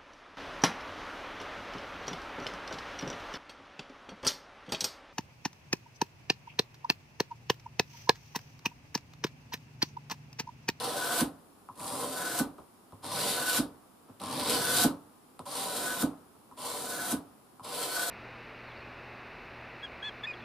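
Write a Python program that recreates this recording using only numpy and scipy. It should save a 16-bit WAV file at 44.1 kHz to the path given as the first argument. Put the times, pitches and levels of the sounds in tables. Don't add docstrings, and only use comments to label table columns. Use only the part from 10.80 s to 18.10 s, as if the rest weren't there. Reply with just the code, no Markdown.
import sys
import numpy as np
from scipy import signal
from scipy.fft import rfft, irfft, next_fast_len
from scipy.io import wavfile
from scipy.ndimage import uniform_filter1d, map_coordinates

SR = 44100
rng = np.random.default_rng(int(sys.argv[2]) if len(sys.argv) > 2 else 0)


def wrap_up_sound(samples):
    columns = np.atleast_2d(samples).T
    tamed = np.clip(columns, -1, 1)
    steps = np.round(tamed * 32767).astype(np.int16)
    wavfile.write(sys.argv[1], SR, steps)


def volts_from_decibels(level):
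    exponent = np.asarray(level, float) / 20
    return 10 ** exponent


N = 321921
TIME = np.arange(N) / SR
KNOCK_TIME = np.arange(SR // 4) / SR

# (frequency [Hz], level [dB], t60 [s], sign at the listener [+-1])
BENCH = [(100.2, -33.5, 0.6, -1), (140.3, -18.7, 0.179, 1), (164.1, -22.4, 0.393, -1),
         (172.7, -21.1, 0.271, -1), (209.8, -14.0, 0.185, -1), (232.2, -12.1, 0.2, 1),
         (246.4, -7.2, 0.174, 1), (268.2, -8.2, 0.292, -1), (293.6, -9.4, 0.319, 1),
         (325.7, -14.4, 0.19, -1), (416.6, -29.1, 0.234, -1), (476.2, -24.6, 0.224, 1)]
# (time [s], thump [dB], board [dB], snap [dB], last scuff over the corner [dB])
SLIPS = [
    (0.4127, -18, -32, -30, -38),
    (1.601, -18.5, -30, -27, -46),
    (2.7865, -18, -33, -29, -39),
    (4.0463, -13.5, -25, -24, -42),
    (5.2279, -17, -30, -26, -50),
    (6.3253, -21, -38, -29, -44),
]


def unit(x):
    return x / np.sqrt(np.mean(x ** 2) + 1e-20)


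def along(points, hz):
    f, v = np.transpose(points)
    return np.interp(np.log(hz + 1), np.log(f + 1), v)


def wobble(rate):
    return map_coordinates(rng.standard_normal(int(N * rate / SR) + 4), [TIME * rate])


def unit_gain(h):
    return h / np.sqrt(np.mean(abs(h) ** 2))


def filtered(x, response):
    m = next_fast_len(N + SR // 4)
    h = unit_gain(response(np.fft.rfftfreq(m, 1 / SR)))
    return irfft(rfft(x, m) * h, m)[..., :N]


def resonances(modes):
    f = np.geomspace(10, SR / 2, 6000)
    h = 0
    for k, (center, width, db) in enumerate(modes):
        h = h + (-1) ** k * volts_from_decibels(db) * 1j * f * width / (center ** 2 - f * f + 1j * f * width)
    return lambda hz: np.interp(hz, f, h)


def pair(alike):
    turn = np.arccos(np.clip(alike, 0, 1)) / 2
    a, b = rng.standard_normal((2, N))
    return np.array([np.cos(turn) * a + np.sin(turn) * b, np.cos(turn) * a - np.sin(turn) * b])


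def room_tone():
    # (frequency [Hz], density [dB per Hz])
    rumble_spectrum = [(15, -36), (25, -1), (62, -10), (85, -4.5), (195, -3.5), (252, 0.5), (554, -9),
                       (678, -8), (757, -7), (1240, -9.5), (2000, -24), (2600, -57), (4400, -120)]
    # (frequency [Hz], likeness [0-1])
    rumble_alike = [(60, .85), (300, 0.55), (700, 0.27), (5000, 0.065)]
    # (frequency [Hz], density [dB per Hz])
    hiss_spectrum = [(1100, -33), (1900, -9), (2300, -5), (4500, -7.5), (5300, -7), (6100, -12), (7000, -8),
                     (8700, -7), (9900, -1), (11500, -5.5), (13000, -8), (15400, -10)]
    swell_db, swell_s = 5, .32

    def mid_and_side(f):
        turn = np.arccos(np.clip(along(rumble_alike, f), 0, 1)) / 2
        return volts_from_decibels(along(rumble_spectrum, f)) * np.array([np.cos(turn), np.sin(turn)])

    mid, side = filtered(pair(0), mid_and_side)
    rumble_db = np.full(N, -59.5)
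    for s, *_ in SLIPS:
        rumble_db += swell_db * np.clip(1 - abs(TIME - s) / swell_s, 0, 1) * (TIME > s)
    rumble = volts_from_decibels(rumble_db) * unit(np.array([mid + side, mid - side]))
    hiss = volts_from_decibels(-65.5) * filtered(pair(0.062), lambda f: volts_from_decibels(along(hiss_spectrum, f)))
    return rumble + hiss


def controls():
    # (time [s], grain hiss [dB])
    strokes = [
        [(0.0, -44.5), (.044, -43), (.155, -44.5), (.175, -41), (.284, -44.5), (.374, -36), (.408, -36)],
        [(.955, -73), (.988, -59), (1.052, -50.5), (1.2, -46), (1.3, -48), (1.41, -45), (1.56, -44),
         (1.596, -38)],
        [(2.222, -71), (2.228, -59), (2.248, -48), (2.38, -38), (2.46, -37.5), (2.58, -39.5), (2.68, -40),
         (2.782, -36)],
        [(3.398, -62), (3.418, -52), (3.48, -44.5), (3.66, -38), (3.75, -36.5), (3.84, -39), (3.94, -35),
         (4.041, -32)],
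        [(4.654, -63), (4.658, -52), (4.71, -46), (4.8, -42), (4.88, -44.5), (4.93, -43), (5.16, -45),
         (5.223, -42)],
        [(5.766, -70), (5.778, -57), (5.85, -45), (5.9, -45), (5.95, -48.5), (6.08, -46), (6.24, -47.5),
         (6.321, -42)],
        [(6.825, -69), (6.845, -52), (6.93, -43), (7.0, -41), (7.1, -43.5), (7.22, -40.5), (7.3, -43)],
    ]
    # (time the board sings [s], half length [s], song over the hiss [dB],
    # stick-slip of the slow start [dB])
    songs = [(.255, .085, 6, 0), (1.45, .09, 6.5, 10), (2.66, .08, 2.5, 4), (3.89, .09, .5, 16),
             (5.08, .07, 4, 2), (6.17, .08, 7.5, 3), (7.19, .06, 5, 2)]
    # (sizzle over hiss at far end [dB],
    # at near end [dB], bench against board at far end [dB], at near end [dB], board [dB])
    holds = [(-.5, 4, -7, -15, 2.5), (6.5, 5, -5, -11, 1.5), (1, 3, -4, -13, -1), (-1.5, 4, -3, -6, .5),
             (3.5, 5.5, -11, -8, 0), (4, 6.5, -12, -8, -.5), (.5, 5, -9, -17, -1)]
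    # (far end [dB], middle [dB], near end [dB])
    muted_db = (-13.5, -7, -9)
    hiss_over_db = 1.0
    board_at_db, board_grows = -39, .55
    corner_s, corner_sizzle_db, corner_song_db = .025, 4, -1
    speed_up_s = .3
    level = np.zeros((5, N))
    place, slow = np.zeros((2, N))
    for rows, (sings_s, half_s, song_db, stutter_db), hold_db in zip(strokes, songs, holds):
        s, pressure_db = np.transpose(rows)
        on = (TIME >= s[0]) & (TIME <= s[-1] + .003)
        t = TIME[on]
        place[on] = np.clip(2 - (s[-1] - t - .1) / 0.19, 0, 2)
        slow[on] = np.exp(-(t - s[0]) / speed_up_s) * stutter_db

        def by_place(db):
            return np.interp(place[on], np.linspace(0, 2, len(db)), db)

        corner = np.clip(1 - (s[-1] - t) / corner_s, 0, 1)
        hiss_db = np.interp(t, s, pressure_db) + hiss_over_db
        sizzle_db = hiss_db + by_place(hold_db[:2]) + corner * corner_sizzle_db
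        board_db = np.minimum(board_at_db + board_grows * (hiss_db + 42), hiss_db + 11) + hold_db[-1]
        bench_db = board_db + by_place(hold_db[2:-1])
        song = volts_from_decibels(by_place(muted_db)) + corner * volts_from_decibels(corner_song_db)
        song += volts_from_decibels(song_db) * np.exp(-abs((t - sings_s) / half_s) ** 2.8)
        level[:, on] = volts_from_decibels([hiss_db, sizzle_db, board_db, hiss_db, bench_db])
        level[3, on] *= song
    return level, place, slow


def rubbed(gain, response, alike, wet, t60):
    keep = volts_from_decibels(-120 / (t60 * SR))
    power = signal.lfilter([1 - keep], [1, -keep], gain ** 2, zi=[gain[0] ** 2])[0]
    direct = np.sqrt(1 - wet) * gain * pair(alike)
    walls = np.sqrt(wet) * np.sqrt(power) * pair(alike * .45)
    return filtered(direct + walls, response)


def fiber_grit(slow):
    grit = unit(volts_from_decibels(2.44 * wobble(900) + 1.2 * wobble(60)))
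    stutter_hz = 105 * volts_from_decibels(4.5 * wobble(70))
    stutter = volts_from_decibels(slow * np.cos(np.pi * np.cumsum(stutter_hz) / SR) ** 12)
    return grit * stutter / np.sqrt(abs(uniform_filter1d(stutter ** 2, size=2000)))


def grain_hiss(gain):
    # (frequency [Hz], density [dB per Hz])
    grain = [(1100, -35), (1800, -9), (2500, -8.5), (3300, -3.5), (4000, -.5), (4900, -3.5), (5600, -9),
             (6200, -15), (7000, -20), (9000, -46), (15000, -120)]
    return rubbed(gain, lambda f: volts_from_decibels(along(grain, f)), alike=1.0, wet=0.67, t60=0.18)


def edge_sizzle(gain, place):
    # (frequency [Hz], density [dB per Hz])
    edge_far = [(3410, -35), (5800, -6.5), (6290, -11), (7530, -4), (9510, 1.5), (14500, -14), (15400, -16)]
    # (frequency [Hz], density [dB per Hz])
    edge_near = [(3410, -33), (5800, -6), (6450, -7), (7230, -2.5), (9540, 0.5), (10700, -2.5),
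                 (14000, -5.5), (15400, -14)]
    out = 0
    for spectrum, share in ((edge_far, 1 - place / 2), (edge_near, place / 2)):
        out = out + rubbed(gain * np.sqrt(share), lambda f: volts_from_decibels(along(spectrum, f)), alike=0.27, wet=0.46, t60=0.15)
    return out


def patchy(x, depth_db):
    z = signal.stft(x, nperseg=512)[2]
    field = uniform_filter1d(rng.standard_normal(z.shape[1:]), size=2, axis=0)
    field = uniform_filter1d(field, size=30, axis=1)
    return signal.istft(z * volts_from_decibels(depth_db * unit(field)), nperseg=512)[1][:, :N]


def board_modes(gain, place):
    # (frequency [Hz], width [Hz], blade at far end [dB], in the middle [dB], at near end [dB])
    board = [(330, 74, -12.5, -4.5, 0), (389, 32, -4, 2.5, 0), (485.4, 35, 2.5, 7.5, 3.5),
             (517.7, 23, 2.5, -2.5, 5.5), (570, 30.5, 3.5, 6, 1), (655, 32, 0, -2, -0.5),
             (703, 30.4, -9, 2, 9), (779, 32, 5, 4.5, -4), (823, 45, 0.5, -11, -4.5),
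             (890, 45, 1.5, -6.5, -2.5), (991.3, 44, 6.5, 4, 4), (1065, 33, 5, -1, 1.5),
             (1163, 36, 1.5, -10.5, 0), (1257, 31, -7, -2, 1), (1334, 62, -5.5, -2.5, 0.5)]
    out = 0
    for spot in range(3):
        modes = [(hz, width, db[spot]) for hz, width, *db in board]
        share = np.clip(1 - abs(place - spot), 0, 1)
        out = out + rubbed(gain * np.sqrt(share), resonances(modes), alike=0.95, wet=0.28, t60=0.29)
    return out


def board_song(gain, place):
    # (frequency [Hz], width [Hz], level [dB])
    singing_modes = [(1405, 34, -8), (1499.6, 23.3, 7), (1562, 46, -9), (1673, 23, -2.5)]
    noisy = rubbed(gain * volts_from_decibels(-3.5), resonances(singing_modes), alike=1.0, wet=0.29, t60=0.23)
    locked_hz = 1485 + 9 * place + 14 * wobble(60)
    locked = np.sin(2 * np.pi * np.cumsum(locked_hz) / SR)
    return noisy + uniform_filter1d(gain, size=400) * volts_from_decibels(-4.5 + 1.8 * wobble(40)) * locked


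def bench_rumble(gain):
    lows = [(hz, 4 / t60, db + 6 * (hz < 200) + 8 * (hz < 120)) for hz, db, t60, _ in BENCH]
    return rubbed(gain, resonances(lows + [(85, 20, -21)]), alike=1.0, wet=0.098, t60=0.31)


def scrape():
    level, place, slow = controls()
    level *= volts_from_decibels(0.85 * wobble(25) + 0.57 * wobble(140))
    hiss, sizzle, board, singing, bench = level
    grit = fiber_grit(slow)
    rub = patchy(grain_hiss(hiss * grit) + edge_sizzle(sizzle * grit, place), depth_db=2.0)
    return rub + board_modes(board, place) + board_song(singing, place) + bench_rumble(bench)


def ring(modes, vary_db):
    out = np.zeros(len(KNOCK_TIME))
    for hz, db, t60, *sign in modes:
        decay = volts_from_decibels(db + rng.normal(0, vary_db) - 60 * KNOCK_TIME / t60)
        out += np.prod(sign) * decay * np.sin(2 * np.pi * hz * KNOCK_TIME)
    return out


def burst(t60):
    return rng.standard_normal((2, len(KNOCK_TIME))) * volts_from_decibels(-60 * KNOCK_TIME / t60)


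def tick():
    return burst(0.0054)[0] + volts_from_decibels(-17) * burst(0.21)


def shake(t60):
    return burst(t60)[0] + 0.48 * burst(t60)


def place_at(track, s, sound):
    start = round(s * SR)
    track[:, start:start + len(KNOCK_TIME)] += sound


def knocked(wood, ticks, rattle):
    # (frequency [Hz], level [dB])
    tick_spectrum = [(500, -30), (1500, -5), (4000, 0), (6200, -12), (9500, 3.5), (14000, -14),
                     (16000, -30)]
    loose = resonances([(50, 30, 0), (91, 35, -1), (195, 130, -3), (390, 110, 0.5), (516, 113, 1.5),
                        (800, 580, -4.5), (1310, 360, -7.5)])
    bright = filtered(ticks[:, :N], lambda f: volts_from_decibels(along(tick_spectrum, f)))
    return wood[:, :N] + bright + filtered(rattle[:, :N], loose)


def slips():
    # (frequency [Hz], level [dB], t60 [s])
    near_end = [(534, -10, 0.16), (845, -11, 0.23), (989.5, -11, .15), (1330, -8, .1), (1420, -3, .06),
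                (1495, 4, .14), (1641, -19.5, .12)]
    wood, ticks, rattle = np.zeros((3, 2, N + SR))
    for s, thump_db, board_db, snap_db, scuff_db in SLIPS:
        place_at(wood, s, volts_from_decibels(thump_db) * ring(BENCH, vary_db=0.76) * volts_from_decibels(-15 * KNOCK_TIME))
        place_at(rattle, s, volts_from_decibels(thump_db - 17) * shake(.33))
        early = s - .003
        place_at(wood, early, volts_from_decibels(board_db - 9.5) * ring(near_end, vary_db=4.5))
        place_at(ticks, early, volts_from_decibels(snap_db - 3) * tick() + volts_from_decibels(scuff_db) * shake(.19))
    return knocked(wood, ticks, rattle)


def taps_and_catches():
    # (time [s], board [dB], thump [dB], tick [dB], rattle [dB])
    taps = [
        (0.888, -34, -42.5, -66, -58),
        (1.7813, -47, -57, -55, -46),
        (2.1228, -43.5, -38, -53, -52),
        (2.19, -64, -54, -62, -66),
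        (3.2853, -55, -39, -66, -51.5),
        (4.5926, -37, -37, -40, -44.5),
        (5.547, -60, -56, -70, -61),
        (5.713, -42, -47, -56, -61),
        (6.599, -62, -69, -72, -74),
        (6.796, -38.5, -41, -55, -58),
    ]
    # (time [s], board [dB], tick [dB])
    catches = [(0.955, -58, -54), (0.983, -54, -48), (0.999, -41, -37), (1.005, -46, -39),
               (1.011, -52, -46), (2.236, -50, -52), (2.245, -39, -35), (2.265, -52, -36),
               (3.402, -52, -41), (3.4165, -42, -34), (3.437, -38, -34), (4.656, -46, -50),
               (5.776, -44, -45), (5.819, -50, -35)]
    # (frequency [Hz], level [dB], t60 [s], sign at the listener [+-1])
    far_end = [(734, -22.7, 0.13, 1), (766, -35.2, 0.126, 1), (819, -14.5, 0.099, -1),
               (893, -4.0, 0.041, -1), (969, 3.0, 0.016, 1), (988, 1.1, 0.067, -1), (1058, -5.7, 0.125, -1),
               (1067, 1.1, 0.015, 1), (1156, -14.1, 0.13, -1), (1244, -4.9, 0.036, 1),
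               (1239, -10.1, 0.077, -1), (1303, -20.2, 0.13, 1)]
    # (frequency [Hz], level [dB], t60 [s], sign at the listener [+-1])
    vice = [(102, -10.8, 0.25, 1), (131, -0.0, 0.034, -1), (158, 0.6, 0.048, 1), (208, -7.8, 0.039, -1),
            (250, -7.6, 0.114, 1), (279, -14.8, 0.25, -1), (348, -34.1, 0.25, -1), (383, -24.1, 0.25, 1),
            (560, -28.6, 0.248, 1)]
    contacts = list(taps)
    for s, board_db, tick_db in catches:
        contacts.append((s, board_db, board_db - 3, tick_db, board_db - 17))
    wood, ticks, rattle = np.zeros((3, 2, N + SR))
    for s, board_db, thump_db, tick_db, rattle_db in contacts:
        place_at(wood, s, volts_from_decibels(board_db) * ring(far_end, vary_db=0.0))
        place_at(wood, s + .008, volts_from_decibels(thump_db) * ring(vice, vary_db=2.0))
        place_at(rattle, s, volts_from_decibels(rattle_db) * shake(0.18))
        place_at(ticks, s, volts_from_decibels(tick_db) * tick())
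    return knocked(wood, ticks, rattle)


def scene():
    return room_tone() + scrape() + slips() + taps_and_catches()


def top_cut(x):
    return signal.sosfilt(signal.butter(12, 15540, fs=SR, output="sos"), x)


def record(dry):
    # (frequency [Hz], left minus right [dB])
    sides = [(100, 0.5), (300, -2.5), (600, -0.5), (1200, 2), (3000, -0.1), (9000, 1), (13000, -2.5)]
    low_cut_hz, top_hz, gain_db = 45, 15200, -1.68

    def microphones(f):
        cut = (1j * f / (low_cut_hz + 1j * f)) ** 3 * (f < top_hz)
        return cut * volts_from_decibels(along(sides, f) * np.array([[.5], [-.5]]))

    mix = volts_from_decibels(gain_db) * filtered(dry, microphones)
    return top_cut(mix)


dry = scene()
out = record(dry)
wrap_up_sound(out)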